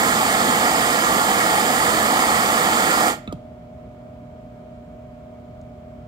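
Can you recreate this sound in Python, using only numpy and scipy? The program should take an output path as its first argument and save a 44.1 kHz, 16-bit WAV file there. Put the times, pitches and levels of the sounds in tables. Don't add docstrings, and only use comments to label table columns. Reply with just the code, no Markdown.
import sys
import numpy as np
from scipy import signal
from scipy.io import wavfile
from scipy.ndimage import uniform_filter1d

SR = 44100
rng = np.random.default_rng(int(sys.argv[2]) if len(sys.argv) > 2 else 0)


def convert_level_to_amplitude(level_db):
    exponent = np.asarray(level_db, float) / 20
    return 10 ** exponent


def waveform_to_disk(signal):
    frames = np.transpose(np.atleast_2d(signal))
    scaled = np.clip(frames, -1, 1) * 32767
    samples = np.round(scaled).astype(np.int16)
    wavfile.write(sys.argv[1], SR, samples)


N = 267907

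# t/s, blow level/dB, place on the torch (0 base - 1 neck),
# crack level before its filter/dB, first pitch of the thud f/Hz
KNOCKS = [(3.2755, -25, 0, -53, 380), (3.3248, -24, 1, -39, 800), (3.3288, -36, 1, -45, 400)]
LEFT_LATE_S = 0.00023


def read(points, hz):
    f, value = np.transpose(points)
    return np.interp(np.log(hz + 1), np.log(f + 1), value)


def bumps(modes, hz):
    return sum(db / (1 + (2 * (hz - f) / width) ** 2) for f, width, db in modes)


def add(mix, s, sound):
    part = mix[:, round(s * SR):][:, :sound.shape[1]]
    part += sound[:, :part.shape[1]]


def noise_pair(db, same, lead, patchy_db):
    hz = np.fft.rfftfreq(2048, 1 / SR)
    a, b, c, d, patches = rng.standard_normal((N // 512 + 5, 1025, 5)).T
    patches = uniform_filter1d(patches, size=20, axis=0)
    patches = uniform_filter1d(patches, size=6, axis=1)
    alike = np.clip(same(hz), 0, 1)[:, None]
    right = a + 1j * b
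    left = alike * right + np.sqrt(1 - alike ** 2) * (c + 1j * d)
    left = left * np.exp(1j * lead(hz))[:, None]
    level_db = db(hz)[:, :, None] + patchy_db * patches / patches.std()
    spectrum = np.array([left, right]) * convert_level_to_amplitude(level_db)
    return signal.istft(spectrum * np.sqrt(SR / 2048), nperseg=2048, noverlap=1536)[1][:, :N]


def air():
    # f/Hz, relative level/dB
    colour = [(45, -2), (130, -2.5), (200, -4), (320, -16.5), (390, -12), (560, -19), (1000, -23.5),
              (1600, -31.5), (4000, -42.5), (6000, -48), (7200, -46.5), (9300, -52), (10700, -56.5),
              (15000, -51.5)]
    # f/Hz, width/Hz, change/dB
    modes = [(59, 10, 3), (77.2, 12, 4.5), (104.8, 17, -10.5), (204.6, 30, -3.5), (256, 14, 4.5),
             (320, 30, -3.5), (420, 29.8, -4), (701, 53.6, -3), (1320, 280, 3), (2265, 250, 6),
             (3170, 400, 3.5)]
    # f/Hz, difference/dB
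    balance = [(60, -0.5), (180, -1), (550, -2), (1650, -2), (4970, -3.5), (15000, 1.5)]
    # f/Hz, likeness (0-1)
    likeness = [(60, 1), (250, 0.97), (500, 0.66), (800, 0.4), (1500, 0.19), (8000, .05)]
    level_db, left_lead_s = -42.5, 0.00018

    def db(hz):
        return read(colour, hz) + bumps(modes, hz) + np.array([[.5], [-.5]]) * read(balance, hz)

    noise = noise_pair(db, lambda hz: read(likeness, hz),
                       lambda hz: 2 * np.pi * hz * left_lead_s, patchy_db=.5)
    return convert_level_to_amplitude(level_db) * noise / noise.std()


def hum():
    # multiple of twice the mains frequency, left level/dB, right level/dB, left phase lead/rad
    multiples = [(1, -49.6, -51.1, 0), (2, -49.5, -45.7, .08), (3, -69, -67, -.4), (4, -74, -59, -1),
                 (5, -50.9, -46.6, -.6), (6, -51.9, -53.7, .87), (7, -69, -82, -1.5)]
    # f/Hz, left level/dB, right level/dB, left phase lead/rad, depth of throb (0-1)
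    motor = [(276.19, -58.5, -61.5, -.15, 0), (617.82, -67, -56.4, -.16, 0), (632.75, -48, -48.2, 1.15, .3),
             (650.96, -68, -70, .84, 0), (784.95, -73, -81, -.46, 0), (992.55, -71, -68.4, 2.13, 0),
             (1232.4, -67.5, -86, .7, 0)]
    twice_mains_hz, throb_per_s = 119.93, 3.3
    t = np.arange(N) / SR
    out = np.zeros((2, N))
    tones = [(k * twice_mains_hz, *rest, 0) for k, *rest in multiples] + motor
    for hz, left_db, right_db, lead, depth in tones:
        turn = 2 * np.pi * (hz * t + rng.random())
        throb = 1 + depth * np.cos(2 * np.pi * throb_per_s * (t - 3.78))
        left = convert_level_to_amplitude(left_db) * np.sin(turn + lead)
        right = convert_level_to_amplitude(right_db) * np.sin(turn)
        out += np.sqrt(2) * throb * np.array([left, right])
    return out


def tick():
    # level before the band filter/dB, middle f/Hz, width/Hz
    shape = (-48, 5900, 3600)
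    db, hz, width = shape
    start_s, t60_s = 5.6135, 0.019
    out = np.zeros((2, N))
    t = np.arange(600) / SR
    band = signal.butter(3, [hz - width / 2, hz + width / 2], "bandpass", fs=SR, output="sos")
    noise = signal.sosfilt(band, rng.standard_normal((1, len(t))))
    add(out, start_s, convert_level_to_amplitude(db - 60 * t / t60_s) * noise)
    return out


def garage(x):
    # f/Hz, t60/s
    decay = [(150, 0.59), (600, 0.34), (2500, 0.49), (8000, 0.31), (15000, .25)]
    taps = np.zeros((2, SR))
    at = np.arange(300, SR - 20, 20) + rng.integers(0, 20, (2, (SR - 301) // 20))
    np.put_along_axis(taps, at, rng.choice([-1., 1.], at.shape), 1)
    hz, t, z = signal.stft(taps, SR, nperseg=256)
    alike = np.exp(-(hz[:, None] / 1500) ** 2)
    z = np.array([alike * z[1] + np.sqrt(1 - alike ** 2) * z[0], z[1]])
    dying = convert_level_to_amplitude(-60 * t / read(decay, hz)[:, None])
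    tail = signal.istft(z * dying, SR, nperseg=256)[1]
    return signal.fftconvolve(x, tail / np.linalg.norm(tail[0]), axes=1)[:, :N]


def echoed(x):
    # delay t/s, left gain, right gain
    echoes = [(.0030, 0.067, 0.12), (.0042, 0.083, 0.17), (.00535, 0.0061, -0.036), (.0076, -0.037, 0.032),
              (.011, -.08, 0.051), (.016, 0.039, -0.083)]
    out = x.copy()
    for s, left, right in echoes:
        add(out, s, x * np.array([[left], [right]]))
    return out


def spring():
    start_db, swell_db, damped_t60_s = -45, 3.5, .04
    base_hz, arch_hz = 1210, 100
    length = KNOCKS[1][0] - KNOCKS[0][0]
    t = np.arange(SR // 5) / SR
    u = np.minimum(t / length, 1)
    waver = uniform_filter1d(rng.standard_normal(len(t)), size=150)
    hz = (base_hz + arch_hz * np.sin(np.pi * u ** .7)) * (1 + .3 * waver)
    db = start_db + swell_db * u - 60 * np.maximum(t - length, 0) / damped_t60_s
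    return np.sqrt(2) * convert_level_to_amplitude(db) * np.sin(2 * np.pi * np.cumsum(hz) / SR)


def thud(t, top_hz):
    level_db, t60_s = 2, .15
    low_hz, drop_s, sag_s = 245, .003, .05
    hz = low_hz * np.exp(-t / sag_s) + (top_hz - low_hz) * np.exp(-t / drop_s)
    swell = np.minimum(t / .003, 1)
    return convert_level_to_amplitude(level_db - 60 * t / t60_s) * swell * np.sin(2 * np.pi * np.cumsum(hz) / SR)


def knocks():
    # f/Hz, level struck at the base/dB, level struck at the neck/dB, t60/s
    body_modes = [(95, -4, -12, .2), (140, -8, -10, .12), (218, -12, -6, .12), (390, -12, -9, .05),
                  (620, -3, -1, .03), (850, -10, -4, .022), (1350, -10, -9, .018), (2250, -6, -24, .02),
                  (2620, -11, -24, .045), (3200, -24, -10, .024), (3620, -4, -15, .018),
                  (3850, -6, -14, .018), (4400, -30, -12, .014), (5000, -28, -14, .011),
                  (6900, -24, -20, .02), (8100, -26, -19, .018)]
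    crack_band_hz, crack_t60_s = [500, 12000], .016
    pan_db = -3.5
    pan = convert_level_to_amplitude([[pan_db / 2], [-pan_db / 2]])
    out = np.zeros((2, N))
    t = np.arange(SR // 3) / SR
    chance = rng.standard_normal((len(KNOCKS), 2, len(t)))
    dull = signal.butter(2, crack_band_hz, "bandpass", fs=SR, output="sos")
    for (s, blow_db, place, crack_db, top_hz), grit in zip(KNOCKS, chance):
        body = np.zeros(len(t))
        for hz, base_db, neck_db, t60 in body_modes:
            ring = convert_level_to_amplitude((1 - place) * base_db + place * neck_db - 60 * t / t60)
            build_up = np.minimum(t / (.0008 + .8 / hz), 1)
            body += ring * build_up * np.sin(2 * np.pi * hz * t)
        noise = signal.sosfilt(dull, grit[0] + .5 * grit)
        crack = convert_level_to_amplitude(crack_db - 60 * t / crack_t60_s) * noise
        add(out, s, pan * (convert_level_to_amplitude(blow_db) * (body + thud(t, top_hz)) + crack))
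    add(out, KNOCKS[0][0], pan * spring())
    return np.array([np.roll(out[0], round(LEFT_LATE_S * SR)), out[1]])


def gas_flow():
    flow_db, shut_s = 0.82, 3.0864
    close_db, close_s, close_bend = -25.5, 0.086, 1.5
    bleed_db, bleed_t60_s = -29, 0.53
    after = np.maximum(np.arange(N) / SR - shut_s, 0)
    closing = convert_level_to_amplitude(np.maximum(close_db * (after / close_s) ** close_bend, -200))
    draining = convert_level_to_amplitude(bleed_db - 60 * after / bleed_t60_s)
    return convert_level_to_amplitude(flow_db) * np.maximum(closing, draining)


def flame():
    # f/Hz, level per Hz/dB
    tilt_left = [(40, -99.5), (70, -63.5), (120, -61.5), (220, -51.5), (450, -59.5), (900, -45.5),
                 (1800, -47), (3500, -53.5), (7000, -79.5), (15600, -73)]
    tilt_right = [(40, -81), (70, -61), (120, -61.5), (220, -46.5), (450, -54.5), (900, -44), (1800, -48.5),
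                  (3500, -45.5), (7000, -67.5), (15600, -70)]
    # f/Hz, width/Hz, change/dB
    path_left = [(215, 67, 1), (322, 16, 5.5), (800, 39, -1.5), (2168, 36, 9.5), (556, 20, -3),
                 (742, 47, 6), (861.4, 35.7, 7.5), (949, 74, -9.0), (1010, 64, -13.5), (1289, 46, -4),
                 (1780, 484, -15.5), (2094, 64, -2.0), (2247, 19, -4.5), (2580, 340, -9.5),
                 (3130, 840, -11.0), (3180, 82, 0.5), (4060, 820, -9.5), (4170, 36, -10), (4800, 30, -7),
                 (5430, 580, -7), (6500, 478, 8), (7452, 1349, 11.5), (8523, 420, 5), (9222, 470, -7.5),
                 (9469, 150, 3.5), (10030, 204, -13), (10600, 356, 11.5), (10724, 1143, -17),
                 (11128, 100, -9.5)]
    path_right = [(295, 39.7, -6.5), (318, 22, 3), (553, 18, -8), (817, 77, 2), (1850, 80, 4),
                  (494, 109, 7), (954, 115, -11), (1314, 315, 4.0), (1408, 31, 3), (1532, 152, -11.5),
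                  (2070, 89, -3), (2510, 58, -10), (2670, 43.6, -4), (2710, 740, -11.5), (2997, 81, -1),
                  (3290, 32, 7), (3325, 60, -10.5), (3845, 1296, -14.0), (5300, 38, 2.5), (5590, 310, -11),
                  (6020, 84, -14), (6140, 170, 5), (6570, 216, -2.5), (7210, 690, 11.5), (8330, 1420, 7),
                  (9090, 220, 7), (10204, 186, 2), (12850, 220, 6.5), (13518, 430, 0.5)]
    # f/Hz, likeness (0-1)
    likeness = [(60, 0.89), (1400, 1), (2000, 1), (2800, 0.47), (3400, 0.6), (4000, 0.6), (4800, 0.92),
                (5800, 0.49), (6700, 0), (7500, .85), (8400, .65), (9000, .3), (12000, .2), (13500, .45)]
    # f/Hz, left phase lead/rad
    path_turn = [(600, 0.44), (1460, -.5), (1810, 1), (2410, 0.28), (3270, 1), (4480, 0.77), (6370, 2),
                 (7320, 0.5), (8900, -1.2), (9400, -2.5), (13400, -.2), (13600, 1), (14100, 0.2)]

    def db(hz):
        left = read(tilt_left, hz) + bumps(path_left, hz)
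        right = read(tilt_right, hz) + bumps(path_right, hz)
        return np.array([left, right])

    def lead(hz):
        return read(path_turn, hz) - 2 * np.pi * hz * LEFT_LATE_S

    roar = noise_pair(db, lambda hz: read(likeness, hz), lead, patchy_db=0.7)
    flutter = uniform_filter1d(rng.standard_normal(N), size=300)
    return roar * gas_flow() * convert_level_to_amplitude(0.28 * flutter / flutter.std())


def scene():
    torch = flame() + knocks()
    return echoed(torch) + convert_level_to_amplitude(-16.0) * garage(torch) + tick() + hum() + air()


def roll_off(x):
    return signal.sosfilt(signal.butter(12, 16650, fs=SR, output="sos"), x)


def record(dry):
    low_hz, edge_hz = 48, 15760
    bass_cut = signal.butter(6, low_hz, "highpass", fs=SR, output="sos")
    cut = signal.sosfilt(bass_cut, dry)
    edge = signal.firwin(1023, edge_hz, window=("kaiser", 9), fs=SR)
    mix = signal.oaconvolve(cut, edge[None], "same")
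    return roll_off(mix)


dry = scene()
out = record(dry)
waveform_to_disk(out)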